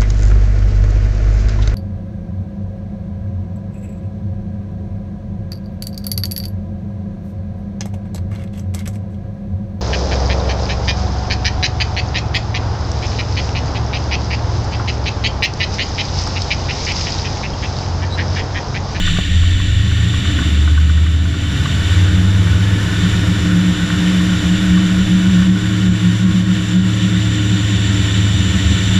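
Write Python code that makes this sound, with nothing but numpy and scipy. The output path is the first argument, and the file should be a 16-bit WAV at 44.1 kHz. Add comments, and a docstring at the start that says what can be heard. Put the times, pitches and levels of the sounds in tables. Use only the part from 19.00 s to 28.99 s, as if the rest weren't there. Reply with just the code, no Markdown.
"""Seaplane take-off from the wing

Calm water; the microphone rides in a camera case on the wing of a light seaplane that opens its
throttle, skims and lifts off. Close by, a four-stroke engine turns a three-blade propeller through a
whining gearbox, and the low orders boom in the wing. Wind shakes the wing and a narrow resonance
howls. Right at the microphone, spray and air hiss through the case and ripples rattle its mount."""
import sys
import numpy as np
from scipy import signal
from scipy.fft import rfft, irfft, next_fast_len
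from scipy.io import wavfile
from scipy.ndimage import map_coordinates

SR = 44100
rng = np.random.default_rng(int(sys.argv[2]) if len(sys.argv) > 2 else 0)


def generate_wav(sig):
    """Save sig (samples, or channels by samples) to the path in sys.argv[1] as 16-bit PCM at SR."""
    pcm = np.round(np.clip(np.atleast_2d(sig).T, -1, 1) * 32767).astype(np.int16)
    wavfile.write(sys.argv[1], SR, pcm)


N = 440559
BLADES, PINION_TEETH, WHEEL_TEETH = 3, 21, 51
BLADE_PASSES_PER_TURN = BLADES * PINION_TEETH / WHEEL_TEETH  # per turn of the crank
# how the wing carries engine and propeller to the microphone: f/Hz, gain/dB
WING_RESPONSE = [(40, -3), (62, 3), (76, 17.5), (86, 13.5), (98, 10), (113, 4), (124, 2.5), (160, -5.5),
                 (180, -4), (199, -4.5), (220, -8.5), (268, -11), (305, 7), (350, -3.5), (400, -0.5),
                 (800, -2.5), (850, 5), (915, 3.5), (965, -0.5)]


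def propeller(blade_phase, rpm, full_rpm=5280, rasp_db_per_octave=28):
    """A strong blade tone, and overtones that grow with tip speed and boom in the wing."""
    # blade-passing tone at the wing: t/s, relative level/dB
    thrum_levels = [(0, -36), (.6, -23), (1.2, -35), (1.4, -13), (1.7, -9.5), (2.1, -10.5), (2.4, -22.5),
                    (2.7, -25.5), (2.9, -13), (3.7, -13), (3.9, -20.5), (4.4, -18.5), (5.1, -26),
                    (6.2, -23), (6.8, -18), (7.8, -21), (8.2, -15.5), (9.99, -18)]
    # overtones at full speed, before the wing colours them: multiple of the blade rate, level/dB
    overtones = [(2, -27.5), (3, -43.5), (4, -59), (5, -55.5), (6, -53), (7, -57.5), (8, -61), (9, -52),
                 (10, -47.5), (11, -60), (13, -45), (14, -53), (15, -48), (17, -49)]
    thrum_db, = curves(thrum_levels)
    blade_hz = rpm / 60 * BLADE_PASSES_PER_TURN
    tip_speed_db = rasp_db_per_octave * np.log2(rpm / full_rpm)
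    thrum = amp(thrum_db + 0.56) * tone(blade_phase, flutter_db=1.1, drift_rad=0.034, rate=10)
    rasp = np.zeros(N)
    for order, db in overtones:
        level_db = db + along(WING_RESPONSE, order * blade_hz)
        rasp += amp(level_db) * tone(order * blade_phase, flutter_db=3.0, drift_rad=0.54, rate=14)
    return thrum + amp(tip_speed_db) * rasp


def engine(crank_phase, rpm):
    """A firing tone, and whole and half orders that swell as they cross the wing's resonances."""
    # firing tone, twice per turn of the crank: t/s, level/dB
    firing = [(0, -24), (.25, -27), (.37, -12), (.6, -14.5), (1.1, -14), (1.35, -27), (2.2, -30.5),
              (2.65, -21.5), (2.9, -31.5), (7.5, -21), (9.99, -36)]
    # exhaust and block, before the wing colours them: multiple of the crank rate, level/dB
    orders = [(1, -43), (1.5, -36), (2.5, -34.5), (3, -41.5), (3.5, -32.5), (4, -40), (4.5, -41.5),
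              (5, -50.5), (5.5, -50.5), (6, -44), (7.5, -51), (8, -51), (9, -54), (10.5, -60), (11, -53),
              (13, -53), (14.5, -55.5), (15.5, -49.5)]
    # low growl as the engine labours to gain speed: t/s, gain/dB
    growl = [(0, 1.5), (.8, 3.5), (1.4, 0), (2.6, 2), (4.1, 1.5), (5.5, -2), (7, -7), (9.99, -.5)]
    # load, heard in the upper orders: t/s, gain/dB
    load = [(0, -11), (2.3, -10), (3.1, 0.5), (4.2, 1), (7.3, -3), (8.6, -0.5), (9.99, -1)]
    firing_db, = curves(firing)
    growl_db, = curves(growl)
    load_db, = curves(load)
    sound = amp(firing_db) * tone(2 * crank_phase, flutter_db=2.0, drift_rad=0.074, rate=12)
    for order, db in orders:
        effort_db = load_db if order > 3 else growl_db
        level_db = db + effort_db + along(WING_RESPONSE, order * rpm / 60)
        # uneven firing shifts the phase in proportion to the order
        partial = tone(order * crank_phase, flutter_db=1.75, drift_rad=0.051 * order, rate=18)
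        sound += amp(level_db) * partial
    return sound


def resonant_howl(start_hz=176.8, rise_hz_per_s=0.98, wander_hz=2, steady_db=-12):
    """A narrow resonance of the wing or mount howls in irregular swells, creeping up in pitch."""
    howl_db = howl_envelope()
    centre_hz = start_hz + rise_hz_per_s * np.arange(N) / SR
    # the pitch is steadier when the howl is loud
    looseness = amp(np.clip(steady_db - howl_db, 0, 12))
    howl_hz = centre_hz + wander_hz * looseness * wobble(22)
    phase = 2 * np.pi * np.cumsum(howl_hz) / SR
    return amp(howl_db - 1.5) * tone(phase, flutter_db=1.0, drift_rad=0.39, rate=22)


def howl_envelope(restless_db=3.5, attack_s=0.038, release_s=0.056):
    """Level of the howl in dB: each surge swells, holds and fades over a restless bed."""
    # weak howl between surges: t/s, relative level/dB
    bed = [(0, -18), (.15, -18), (.35, -28.5), (2.2, -30), (3.3, -21), (4.2, -25), (8, -21.5), (9, -25),
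           (9.99, -23)]
    # surges of the howl: start t/s, length/s, relative level/dB
    surges = [(4.028, 0.06, -12), (4.149, 0.046, -15.5), (4.273, 0.061, -13), (4.457, 0.287, -12.5),
              (4.818, 0.036, -13.5), (4.925, 0.025, -11), (4.972, 0.386, -13), (5.442, 0.053, -16.5),
              (5.502, 0.078, -12), (5.623, 0.25, -11), (5.903, 0.16, -11), (6.096, 0.49, -11),
              (6.694, 0.051, -12.5), (6.82, 0.11, -10.5), (7.031, 0.077, -12), (7.135, 0.042, -13),
              (7.188, 0.091, -11.5), (7.308, 0.264, -13.5), (7.727, 0.15, -12), (7.958, 0.055, -14.5),
              (8.018, 0.072, -12.5), (8.509, 0.06, -15.5), (9.152, 0.038, -13.5), (9.54, 0.044, -12.5),
              (9.912, 0.041, -15), (9.957, 0.041, -10)]
    t = np.arange(N) / SR
    bed_db, = curves(bed)
    level = amp(bed_db + restless_db * wobble(16))
    for start, length, db in surges:
        gate = np.minimum((t - start) / attack_s, (start + length - t) / release_s)
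        level = np.maximum(level, amp(db + 0.5) * np.clip(gate + 0.5, 0, 1))
    return 20 * np.log10(level)


def wing_gusts():
    """Gusts buffet the wing under the microphone and boom in its panels."""
    # buffeting, easing as the hull leaves the water: t/s, relative level/dB
    buffet = [(0, -20), (.75, -24.5), (1.1, -33), (1.4, -25), (1.75, -35), (2.8, -32.5), (4.5, -33.5),
              (6.3, -34), (8.2, -41.5), (9.99, -36)]
    # spectrum of the buffeting: f/Hz, relative level/dB
    buffet_spectrum = [(8, -22), (14, -13), (20, 4), (27, -1.5), (34, -7), (48, -0.5), (58, -23), (90, -27),
                       (300, -85)]
    # wind-driven boom: t/s, level/dB
    boom = [(0, -25.5), (1.1, -22), (1.4, -16.5), (1.8, -26.5), (2.4, -19.5), (6.2, -23), (7.4, -27),
            (9, -20.5), (9.99, -19)]
    # wing panel modes: f/Hz, width/Hz, relative level/dB
    panels = [(77.9, 12.4, 2.5), (101, 44, -10), (121, 39, -13.5), (170, 24, -16), (198, 9, -9.5),
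              (247, 33, -15.5), (287.7, 37, -11.5), (316, 17, -17.5), (388.5, 34, -22.5), (514, 48, -29.5),
              (670, 84, -31.5)]
    buffet_db, = curves(buffet)
    boom_db, = curves(boom)
    return amp(buffet_db + 0.5) * rush(buffet_spectrum) + amp(boom_db) * resonant(panels)


def spray(spray_db, flicker_db=0.6):
    """Water spray makes a broad, slightly flickering hiss."""
    # spray as heard in the case: f/Hz, relative level/dB
    spectrum = [(150, -15), (350, -2.5), (500, 0), (800, -5), (1100, -2.5), (2200, -0.5), (3800, -14.5),
                (5500, -7.5), (6500, -13), (8200, -20), (10200, -18.5), (12000, -24.5), (13700, -31),
                (15300, -33)]
    return amp(spray_db + 16.5 + flicker_db * wobble(25)) * rush(spectrum)


def slipstream(blade_phase, air_db, chop_depth=0.062):
    """Air chopped by the blades hisses in the case around the microphone."""
    # air resonances of the case: f/Hz, width/Hz, relative level/dB
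    case_modes = [(1841, 200, -1), (2295, 310, -6.5), (2767, 310, -5), (3011, 193, 0.7), (3539, 390, 0),
                  (4000, 600, -10), (4603, 240, -12)]
    # upper resonances, woken by faster air: f/Hz, width/Hz, relative level/dB
    sizzle_modes = [(5360, 120, -4), (5950, 260, -2.5), (6970, 300, -3.5), (7266, 430, 0), (7710, 380, -11),
                    (8740, 600, -21), (10200, 370, -22.5)]
    # sizzle as airspeed builds: t/s, gain/dB
    sizzle_gain = [(0, -11.5), (4, -10.5), (9.99, -7.5)]
    sizzle_db, = curves(sizzle_gain)
    case = resonant(case_modes) + amp(sizzle_db) * resonant(sizzle_modes)
    hiss = amp(air_db + 0.25 + 0.71 * wobble(30)) * case
    return hiss * (1 + chop_depth * np.cos(blade_phase))


def mount_rattle(spray_db, swell_s=0.0046):
    """The case's mount buzzes along with the spray; bigger ripples shake it into brief chatters."""
    # ring of the mount: f/Hz, width/Hz, relative level/dB
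    buzz_modes = [(1116, 76, -9), (1447, 230, -2), (1480, 58, 1), (1710, 210, -7.5)]
    # its ring when it shakes loose: f/Hz, width/Hz, relative level/dB
    chatter_modes = [(1146, 126, -5.5), (1500, 91, 1), (1850, 300, -11)]
    # chatters: t/s, relative peak level/dB
    chatters = [(0.074, -14), (0.163, -14.5), (0.4334, -19), (0.5986, -13.5), (0.9123, -18), (1.1363, -14),
                (1.249, -14), (1.296, -19), (1.3853, -13), (1.4207, -12), (1.674, -14), (1.7749, -19.5),
                (1.8946, -16), (1.973, -18), (2.0617, -17), (2.2524, -19), (2.3391, -19), (2.655, -13),
                (3.4675, -17), (3.927, -18), (4.8998, -15), (5.205, -16), (5.771, -14.5), (6.3634, -18),
                (6.419, -15)]
    buzz = amp(spray_db + 14 + 1.55 * wobble(45)) * resonant(buzz_modes)
    t = np.arange(SR // 10) / SR
    burst = (t / swell_s) ** 2 * np.exp(2 * (1 - t / swell_s))
    shake = np.zeros(N)
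    for start, db in chatters:
        shake[round(start * SR):][:len(t)] += amp(db - 9.0) * burst
    return buzz + shake * resonant(chatter_modes)


def float_slap():
    """Down at the waterline, a wavelet knocks on the hollow float."""
    # one hard slap: t/s, relative peak level/dB
    slaps = [(0.187, -9.5)]
    # modes of the float: f/Hz, width/Hz, relative level/dB
    float_modes = [(176, 85, 9.5), (410, 130, 0), (626, 79, -3), (1140, 120, -5), (1540, 180, -6)]
    blows = np.zeros(N)
    for start, db in slaps:
        blows[round(start * SR)] = amp(db + 3.5)
    return signal.fftconvolve(blows, ring(float_modes))[:N]


def gearbox(crank_phase):
    """A faint gear whine swells as its rising pitch passes a resonance, then fades."""
    # gear mesh whine: t/s, level/dB
    whine = [(0, -59), (3.1, -47), (3.45, -49), (3.7, -38), (4.1, -40), (4.5, -47), (10, -73)]
    whine_db, = curves(whine)
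    return amp(whine_db) * tone(PINION_TEETH * crank_phase, flutter_db=4.5, drift_rad=0.95, rate=34)


def hiss_levels(dip_half_width_s=0.043):
    """Levels in dB of the spray and air hiss as heard, ducking briefly when the low sounds surge."""
    # hiss at the microphone: t/s, relative spray level/dB, relative air level/dB
    levels = [(0, -53, -23.5), (.18, -50, -24.5), (.24, -54.5, -26.5), (.9, -53.5, -28.5), (1.4, -50, -26),
              (1.8, -54, -32), (2.25, -55, -32.5), (2.7, -48, -27.5), (2.95, -48, -27), (3.2, -50, -31),
              (3.7, -48.5, -30), (4.05, -46.5, -27.5), (4.6, -48.5, -29.5), (5.1, -47, -27.5),
              (6.6, -50, -29.5), (7.6, -51, -30), (8.4, -51.5, -27), (9.99, -49, -24.5)]
    # brief dips under the late surges of the howl: t/s, depth/dB
    dips = [(6.519, 3.5), (6.91, 4), (7.26, 3.5), (7.45, 3.8), (7.81, 4.8)]
    t = np.arange(N) / SR
    dip_db = sum(db * np.exp(-((t - centre) / dip_half_width_s) ** 2) for centre, db in dips)
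    return curves(levels) - dip_db


def amp(db):
    """Decibels to gain."""
    return 10 ** (np.asarray(db) / 20)


def unit(x):
    """Scale to rms 1."""
    return x / np.sqrt(np.mean(x ** 2) + 1e-20)


def along(points, hz):
    """Read (f/Hz, value) points at hz, on a log frequency axis."""
    freqs, values = np.transpose(points)
    return np.interp(np.log(hz + 1), np.log(freqs + 1), values)


def curves(rows):
    """One value per sample for each column after the time."""
    times, *columns = np.transpose(rows)
    return [np.interp(np.arange(N) / SR, times, column) for column in columns]


def wobble(rate):
    """A smooth random curve, rate knots a second."""
    coarse = np.arange(0, N + 32, 32)
    knots = rng.standard_normal(int(N * rate / SR) + 4)
    return np.interp(np.arange(N), coarse, map_coordinates(knots, [coarse * rate / SR]))


def filtered(x, response):
    """Filter x by a gain given as a function of frequency."""
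    size = next_fast_len(N + 8192)
    return irfft(rfft(x, size) * response(np.fft.rfftfreq(size, 1 / SR)), size)[:N]


def rush(spectrum):
    """Noise of rms 1 with a (f/Hz, level/dB) spectrum."""
    return unit(filtered(rng.standard_normal(N), lambda hz: amp(along(spectrum, hz))))


def resonant(modes):
    """Noise of rms 1 in steep-sided resonances."""
    def response(hz):
        power = sum(amp(db) ** 2 / (1 + ((hz - f) / width) ** 2) ** 4 for f, width, db in modes)
        return np.sqrt(power)
    return unit(filtered(rng.standard_normal(N), response))


def ring(modes):
    """The answer of damped modes to one blow, peak 1."""
    t = np.arange(SR // 10) / SR
    wave = sum(amp(db) * np.exp(-np.pi * width * t) * np.sin(2 * np.pi * hz * t)
               for hz, width, db in modes)
    return wave / np.abs(wave).max()


def tone(phase, flutter_db, drift_rad, rate):
    """A sine of rms near 1 whose level and phase waver at random, rate times a second."""
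    start = rng.uniform(0, 2 * np.pi)
    level = np.sqrt(2) * amp(flutter_db * wobble(rate))
    return level * np.sin(phase + start + drift_rad * wobble(rate))


def scene():
    """Mono, on the wing: one crankshaft drives engine, gears and propeller amid wind and water."""
    # crankshaft speed: t/s, speed/rpm
    crank_speed = [(0, 2234), (.3, 2332), (.8, 3070), (1.2, 3449), (2.2, 3837), (2.8, 4350), (3.4, 4799),
                   (3.9, 5015), (4.6, 5148), (5.4, 5240), (6.3, 5282), (8.1, 5310), (8.9, 5100),
                   (9.4, 5022), (9.99, 4974)]
    rpm, = curves(crank_speed)
    spray_db, air_db = hiss_levels()
    crank_phase = 2 * np.pi * np.cumsum(rpm / 60) / SR
    blade_phase = crank_phase * BLADE_PASSES_PER_TURN
    drive = engine(crank_phase, rpm) + propeller(blade_phase, rpm) + gearbox(crank_phase)
    wing = resonant_howl() + wing_gusts()
    hiss = spray(spray_db) + slipstream(blade_phase, air_db)
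    return (drive + wing + hiss + mount_rattle(spray_db) + float_slap())[None]


def record(dry, top_hz=15290):
    """The camera keeps nothing above its band limit."""
    return filtered(dry[0], lambda hz: hz < top_hz)[None]


dry = scene()
out = record(dry)
generate_wav(out)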